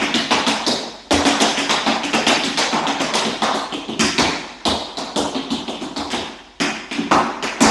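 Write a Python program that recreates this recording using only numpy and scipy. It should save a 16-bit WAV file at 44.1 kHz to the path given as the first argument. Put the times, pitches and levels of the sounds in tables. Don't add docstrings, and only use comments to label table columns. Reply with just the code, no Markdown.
import sys
import numpy as np
from scipy import signal
from scipy.fft import rfft, irfft
from scipy.io import wavfile
from scipy.ndimage import uniform_filter1d

SR = 44100
rng = np.random.default_rng(int(sys.argv[2]) if len(sys.argv) > 2 else 0)


def bounce(signal):
    frames = np.transpose(np.atleast_2d(signal))
    limited = np.clip(frames, -1, 1)
    pcm = np.round(limited * 32767).astype(np.int16)
    wavfile.write(sys.argv[1], SR, pcm)


N = 339570
TAP_SIZE = 32768


def gain_of(db):
    return 10 ** (np.asarray(db) / 20)


def read(points, hz):
    f, value = np.transpose(points)
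    return np.interp(np.log(hz + 1), np.log(f + 1), value)


def add(mix, s, sound):
    part = mix[round(s * SR):][:len(sound)]
    part += sound[:len(part)]


def smooth_noise(shape, size, axis=-1):
    return uniform_filter1d(rng.standard_normal(shape), size, axis) * np.sqrt(size)


def causal(power):
    cepstrum = irfft(np.log(power + 1e-14) / 2)
    half = len(cepstrum) // 2
    cepstrum[1:half] *= 2
    cepstrum[half + 1:] = 0
    return np.exp(rfft(cepstrum))


def ring(modes, hz, luck):
    power = 0
    for k, (f, width, db) in enumerate(modes):
        mode_hz = f * (1 + .015 * luck[k])
        mode_db = db + 1.5 * luck[k + 6]
        off = (hz - mode_hz) / width
        power = power + gain_of(2 * mode_db) / (1 + 1.2 * off ** 2) ** 3
    return power / (2 * power.mean())


def plate_ping(plate_hz):
    t = np.arange(600) / SR
    pair = np.sin(2 * np.pi * plate_hz * t) + 0.46 * np.sin(2 * np.pi * 1.235 * plate_hz * t)
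    return pair * (t / 0.00068) * np.exp(1 - t / 0.0012)


def board_rap(knock_hz):
    t = np.arange(600) / SR
    bent_time = t + 0.00053 * (1 - np.exp(-t / 0.0011))
    return np.sin(2 * np.pi * knock_hz * bent_time) * np.exp(-t / .004)


# f/Hz, width/Hz, level/dB (within its part)
BOARD_BOOM = [(141, 32, -20), (165, 20, -9), (220.4, 19, -7.5), (263.2, 90, 0), (363, 51, -5.5)]
BOARD_KNOCK = [(463, 210, 3), (652, 133, 2), (770, 230, 4.5), (936, 370, 3), (1152, 560, -4)]
SOLE_SLAP = [(1660, 1030, -1.4), (1914, 860, -1), (2440, 550, 0.12)]
UPPER_PLATE = [(5030, 940, 3), (6190, 980, -2)]
EDGE_TICK = [(6940, 2700, 14.4), (10480, 1270, 2.5)]
# f as a ratio to the plate's pitch, width/Hz, level/dB
PLATE_SIDES = [(.86, 550, -5.5), (1.13, 490, -7)]
KNOCK_HZ, KNOCK_LEAN_DB = 806, 34
UPPER_DB, UPPER_FROM_SLAP = 1, 0.43
PARTIALS_DB = 2


def blow(tap, luck):
    _, plate_db, plate_hz, tick_db, slap_db, knock_db, knock_hz, boom_db = tap
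    hz = np.fft.rfftfreq(8192, 1 / SR)
    lean_db = KNOCK_LEAN_DB * np.log2(knock_hz / KNOCK_HZ)
    knock = [(f, width, db + lean_db * np.log2(f / KNOCK_HZ)) for f, width, db in BOARD_KNOCK]
    knock.append((knock_hz, 350, -1.5))
    plate = [(plate_hz, 990, 0)]
    plate += [(ratio * plate_hz, width, db) for ratio, width, db in PLATE_SIDES]
    upper_db = tick_db + UPPER_DB + UPPER_FROM_SLAP * (slap_db - tick_db)

    parts = (BOARD_BOOM, knock, SOLE_SLAP, plate, UPPER_PLATE, EDGE_TICK)
    levels = (boom_db, knock_db, slap_db, plate_db, upper_db, tick_db)
    power = sum(gain_of(2 * db) * ring(modes, hz, u) for modes, db, u in zip(parts, levels, luck))
    partials = smooth_noise(len(hz), 12) * hz / (hz + 400)
    return irfft(causal(power * gain_of(2 * PARTIALS_DB * partials)))


# f/Hz, level/dB
STRAIGHT = [(200, -18), (800, -23), (3000, -14.5), (9000, -18.5)]


def straight_sound(count, hz):
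    t, contact_s = np.arange(400) / SR, 0.00037
    chatter = rng.standard_normal((count, 400)) * t * np.exp(-t / contact_s)
    chatter /= np.linalg.norm(chatter, axis=1)[:, None]
    return np.sqrt(SR / 10) * gain_of(read(STRAIGHT, hz)) * rfft(chatter, 2 * TAP_SIZE)


# f/Hz, level/dB (among themselves)
STANDING = [(176, -7.5), (223, 3), (284, 5), (314, -1), (372, -1.5), (663, -5), (790, -3.5)]


def standing_waves(count):
    t = np.arange(TAP_SIZE) / SR
    f, db = np.transpose(STANDING)
    strength = 0.63 + 0.88 * rng.standard_normal((count, len(f)))
    pitch = f * (1 + .02 * rng.standard_normal((count, len(f))))
    amplitude = 0.041 * gain_of(db) * strength
    tones = [a @ np.sin(2 * np.pi * p[:, None] * t) for a, p in zip(amplitude, pitch)]
    return np.array(tones) * np.exp(-t / 0.26)


# f/Hz, time to fall 60 dB/s
WASH_DECAY = [(130, 0.56), (260, 0.64), (700, 0.73), (1800, 0.85), (4500, 0.69), (8000, 0.53),
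              (12000, 0.41)]
# f/Hz, time constant/s
WASH_BUILD = [(250, 0.007), (800, 0.0028), (3000, 0.0083), (9000, 0.0069)]
ALIKE, PATCHY_DB = 0.51, 2.0
LATE_DB, LATE_STRETCH = -18, 2.65
LATE_LIFT_DB = 0.5
DIFFUSE_HZ, DIFFUSE_DB = 415, -1.5


def room_wash(count):
    shared, own = rng.standard_normal(TAP_SIZE), rng.standard_normal((count, TAP_SIZE))
    noise = ALIKE * shared + np.sqrt(1 - ALIKE ** 2) * own
    hz, t, bands = signal.stft(noise, SR, nperseg=256)
    high = (1 / (1 + (DIFFUSE_HZ / (hz + 1)) ** 4))[:, None]
    bands = bands * gain_of(DIFFUSE_DB * (1 - high))
    bands = bands + signal.stft(standing_waves(count), SR, nperseg=256)[2]

    rise = 1 - np.exp(-t / np.maximum(read(WASH_BUILD, hz), .001)[:, None])
    fall_db = -60 * t / read(WASH_DECAY, hz)[:, None]
    late_db = LATE_DB + LATE_LIFT_DB * hz[:, None] / 5000 + fall_db / LATE_STRETCH
    shape = rise * np.hypot(gain_of(fall_db), gain_of(late_db))
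    shape /= shape.max(1)[:, None]

    patches = uniform_filter1d(smooth_noise(bands.shape, 5, 1), 9, 2) * np.sqrt(9)
    bands = bands * shape * gain_of(high * PATCHY_DB * patches)
    return signal.istft(bands, SR, nperseg=256)[1][:, :TAP_SIZE]


# t/s, level/dB, lift above 5 kHz/dB
FIRST_ECHOES = [(.0048, 3, -9), (.0145, -12, 17.5), (.0175, -11, 20)]


def first_echoes(count, hz):
    early = np.ones((count, len(hz)), complex)
    bright = 1 / (1 + (5000 / (hz + 1)) ** 4)
    luck = rng.standard_normal((count, len(FIRST_ECHOES), 2, 1))
    for k, (s, db, lift_db) in enumerate(FIRST_ECHOES):
        delay = s + 0.00049 * luck[:, k, 0]
        gain = gain_of(db + lift_db * bright + 2 * luck[:, k, 1])
        early += (-1) ** k * gain * np.exp(-2j * np.pi * hz * delay)
    return early


def room(count):
    hz = np.fft.rfftfreq(2 * TAP_SIZE, 1 / SR)
    early = straight_sound(count, hz) * first_echoes(count, hz)
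    return rfft(room_wash(count), 2 * TAP_SIZE) + early


# t/s, plate click level/dB, plate f/Hz, edge tick level/dB, sole slap level/dB,
# board knock level/dB, knock f/Hz, board boom level/dB
TAP_LIST = [(-0.15, -15.0, 3250, -25.5, -17.5, -9, 765, -15),
            (0.015, -27, 3030, -39.0, -21.0, -29.0, 780, -21),
            (0.141, -19.5, 3510, -32.0, -23, -25, 720, -19.5),
            (0.308, -19, 3600, -30, -19.0, -13, 840, -19.5),
            (0.466, -20, 3370, -28, -21.5, -16.0, 865, -21.5),
            (0.665, -18.5, 4450, -27.0, -28, -16.5, 700, -18.5),
            (1.108, -20.5, 3690, -25.0, -20.5, -11.5, 730, -18),
            (1.252, -20, 3330, -24.5, -18, -13.5, 810, -20), (1.402, -18, 3360, -23.5, -20, -15, 780, -21),
            (1.574, -23.5, 2960, -31, -23, -23.5, 774, -25),
            (1.694, -19, 3240, -28.5, -19.5, -15.5, 794, -23),
            (1.863, -23.5, 3750, -34.5, -20.5, -15, 950, -19.5),
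            (2.034, -28.5, 3130, -35, -28.0, -29, 700, -25), (2.132, -22.5, 3260, -30, -19, -17, 720, -20),
            (2.267, -17.5, 3310, -26.0, -16, -13.5, 740, -17.0),
            (2.436, -23.5, 3600, -31, -25.0, -29, 830, -20.5),
            (2.574, -19, 3600, -25.5, -19, -16.5, 805, -24.5),
            (2.727, -29, 3300, -38.5, -26, -14.5, 895, -18.5),
            (2.868, -25.0, 3370, -38.0, -23.0, -19, 826, -24.5),
            (3.0, -25, 3190, -32, -24.5, -16.5, 804, -23.5),
            (3.138, -21.5, 3360, -25.5, -21.5, -15.5, 820, -25),
            (3.25, -25, 3430, -37.5, -35.0, -24, 745, -22.0),
            (3.42, -24.0, 3470, -32.5, -24, -13.5, 890, -22.5),
            (3.542, -28.5, 3970, -34.5, -55, -19, 765, -28.5),
            (3.724, -28.5, 2950, -41, -43, -27.0, 685, -26.5),
            (3.883, -31.5, 3240, -48, -46, -27.5, 640, -21),
            (3.994, -21.0, 3120, -22.5, -18, -23, 920, -13.5),
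            (4.181, -19, 3850, -26.5, -18, -14.0, 805, -15.0),
            (4.653, -18, 3930, -28.5, -28.5, -15, 780, -18.5),
            (4.971, -27.5, 4080, -37.5, -36, -22, 790, -26.5),
            (5.16, -24.5, 3480, -26.5, -39, -17.5, 730, -20.0),
            (5.347, -28, 3600, -48.5, -36.5, -24, 756, -23.5),
            (5.504, -25.5, 3600, -36, -39.0, -24.5, 834, -20.5),
            (5.68, -29.0, 3300, -41.5, -42.0, -26, 715, -24.5),
            (5.813, -36.0, 3700, -41.5, -42, -28, 804, -24.5),
            (5.962, -30, 4340, -38.0, -35, -21.5, 810, -26.5),
            (6.103, -31, 3450, -37, -26.5, -31, 790, -33),
            (6.132, -25.5, 3140, -38.0, -41, -23.0, 783, -21.5),
            (6.601, -23.5, 3060, -31, -19.5, -20.5, 850, -18),
            (6.912, -28.5, 3230, -40.5, -26, -31.5, 770, -27),
            (6.975, -46, 3230, -50.0, -42, -30.5, 754, -20.5),
            (7.112, -28, 3520, -34.0, -22, -9.5, 910, -14),
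            (7.426, -29.0, 3120, -36.0, -23, -23.0, 755, -25),
            (7.606, -24.5, 3400, -19.5, -20.5, -17, 794, -15),
            (7.634, -26, 4770, -29, -22.0, -10.5, 850, -17)]
PING_DB, RAP_DB, FLAT_DB = 1, 3, 18


def taps():
    out = np.zeros(N + SR)
    count = len(TAP_LIST)
    luck = rng.standard_normal((count, 6, 12))
    for tap, u, answer in zip(TAP_LIST, luck, room(count)):
        s, plate_db, plate_hz, _, _, knock_db, knock_hz, _ = tap
        ping = gain_of(plate_db + PING_DB) * plate_ping(plate_hz)
        held_back_db = min(knock_db - plate_db - FLAT_DB, 0)
        rap = gain_of(RAP_DB + knock_db + held_back_db) * board_rap(knock_hz)
        add(out, s + 1, ping + rap)
        in_room = irfft(rfft(blow(tap, u), 2 * TAP_SIZE) * answer)
        add(out, s + 1, in_room[:TAP_SIZE + TAP_SIZE // 4])
    return out[SR:]


# (relative, per Hz)
HUSH_COLOUR = [(30, -10), (45, -28), (62, -7), (250, -41), (1000, -34), (4000, -22)]
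HUSH_DB, HUM_HZ, HUM_DB = -55, 45, -56.5


def hush():
    hz = np.fft.rfftfreq(N, 1 / SR)
    colour = gain_of(read(HUSH_COLOUR, hz)) / (1 + (hz / 5000) ** 4)
    noise = irfft(rfft(rng.standard_normal(N)) * colour, N)
    hum = np.sqrt(2) * np.sin(2 * np.pi * (HUM_HZ * np.arange(N) / SR + rng.random()))
    return gain_of(HUSH_DB) * noise / noise.std() + gain_of(HUM_DB) * hum


# f/Hz, width/Hz (wider dies faster), level/dB (among themselves)
FLOOR_TONES = [(68.4, 9.4, 4), (84, 6.8, 5), (103.6, 12, -2)]
# t/s, level/dB
LANDINGS = [(.33, -38), (1.13, -22), (4.026, -32), (4.21, -29.5), (4.676, -28), (5.187, -38), (5.529, -41),
            (5.988, -37), (6.161, -38.5), (7.135, -34), (7.648, -29.5)]


def stomps():
    out, t = np.zeros(N), np.arange(SR // 2) / SR
    onset = 1 - np.exp(-t / 0.011)
    for s, db in LANDINGS:
        swing = np.zeros(len(t))
        for f, width, tone_db in FLOOR_TONES:
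            gain = gain_of(tone_db + 2 * rng.standard_normal())
            swing += gain * np.exp(-np.pi * width * t) * np.sin(2 * np.pi * f * t)
        add(out, s, gain_of(db) * onset * swing)
    return out


def scene():
    return np.tile(taps() + hush() + stomps(), (2, 1))


def record(dry):
    soft = np.tanh(dry)
    bass_cut = signal.butter(6, 39, "high", fs=SR, output="sos")
    soft = signal.sosfilt(bass_cut, soft)
    treble_cut = signal.firwin(401, 11750, window=("kaiser", 9), fs=SR)
    return signal.oaconvolve(soft, treble_cut[None], "same")


dry = scene()
out = record(dry)
bounce(out)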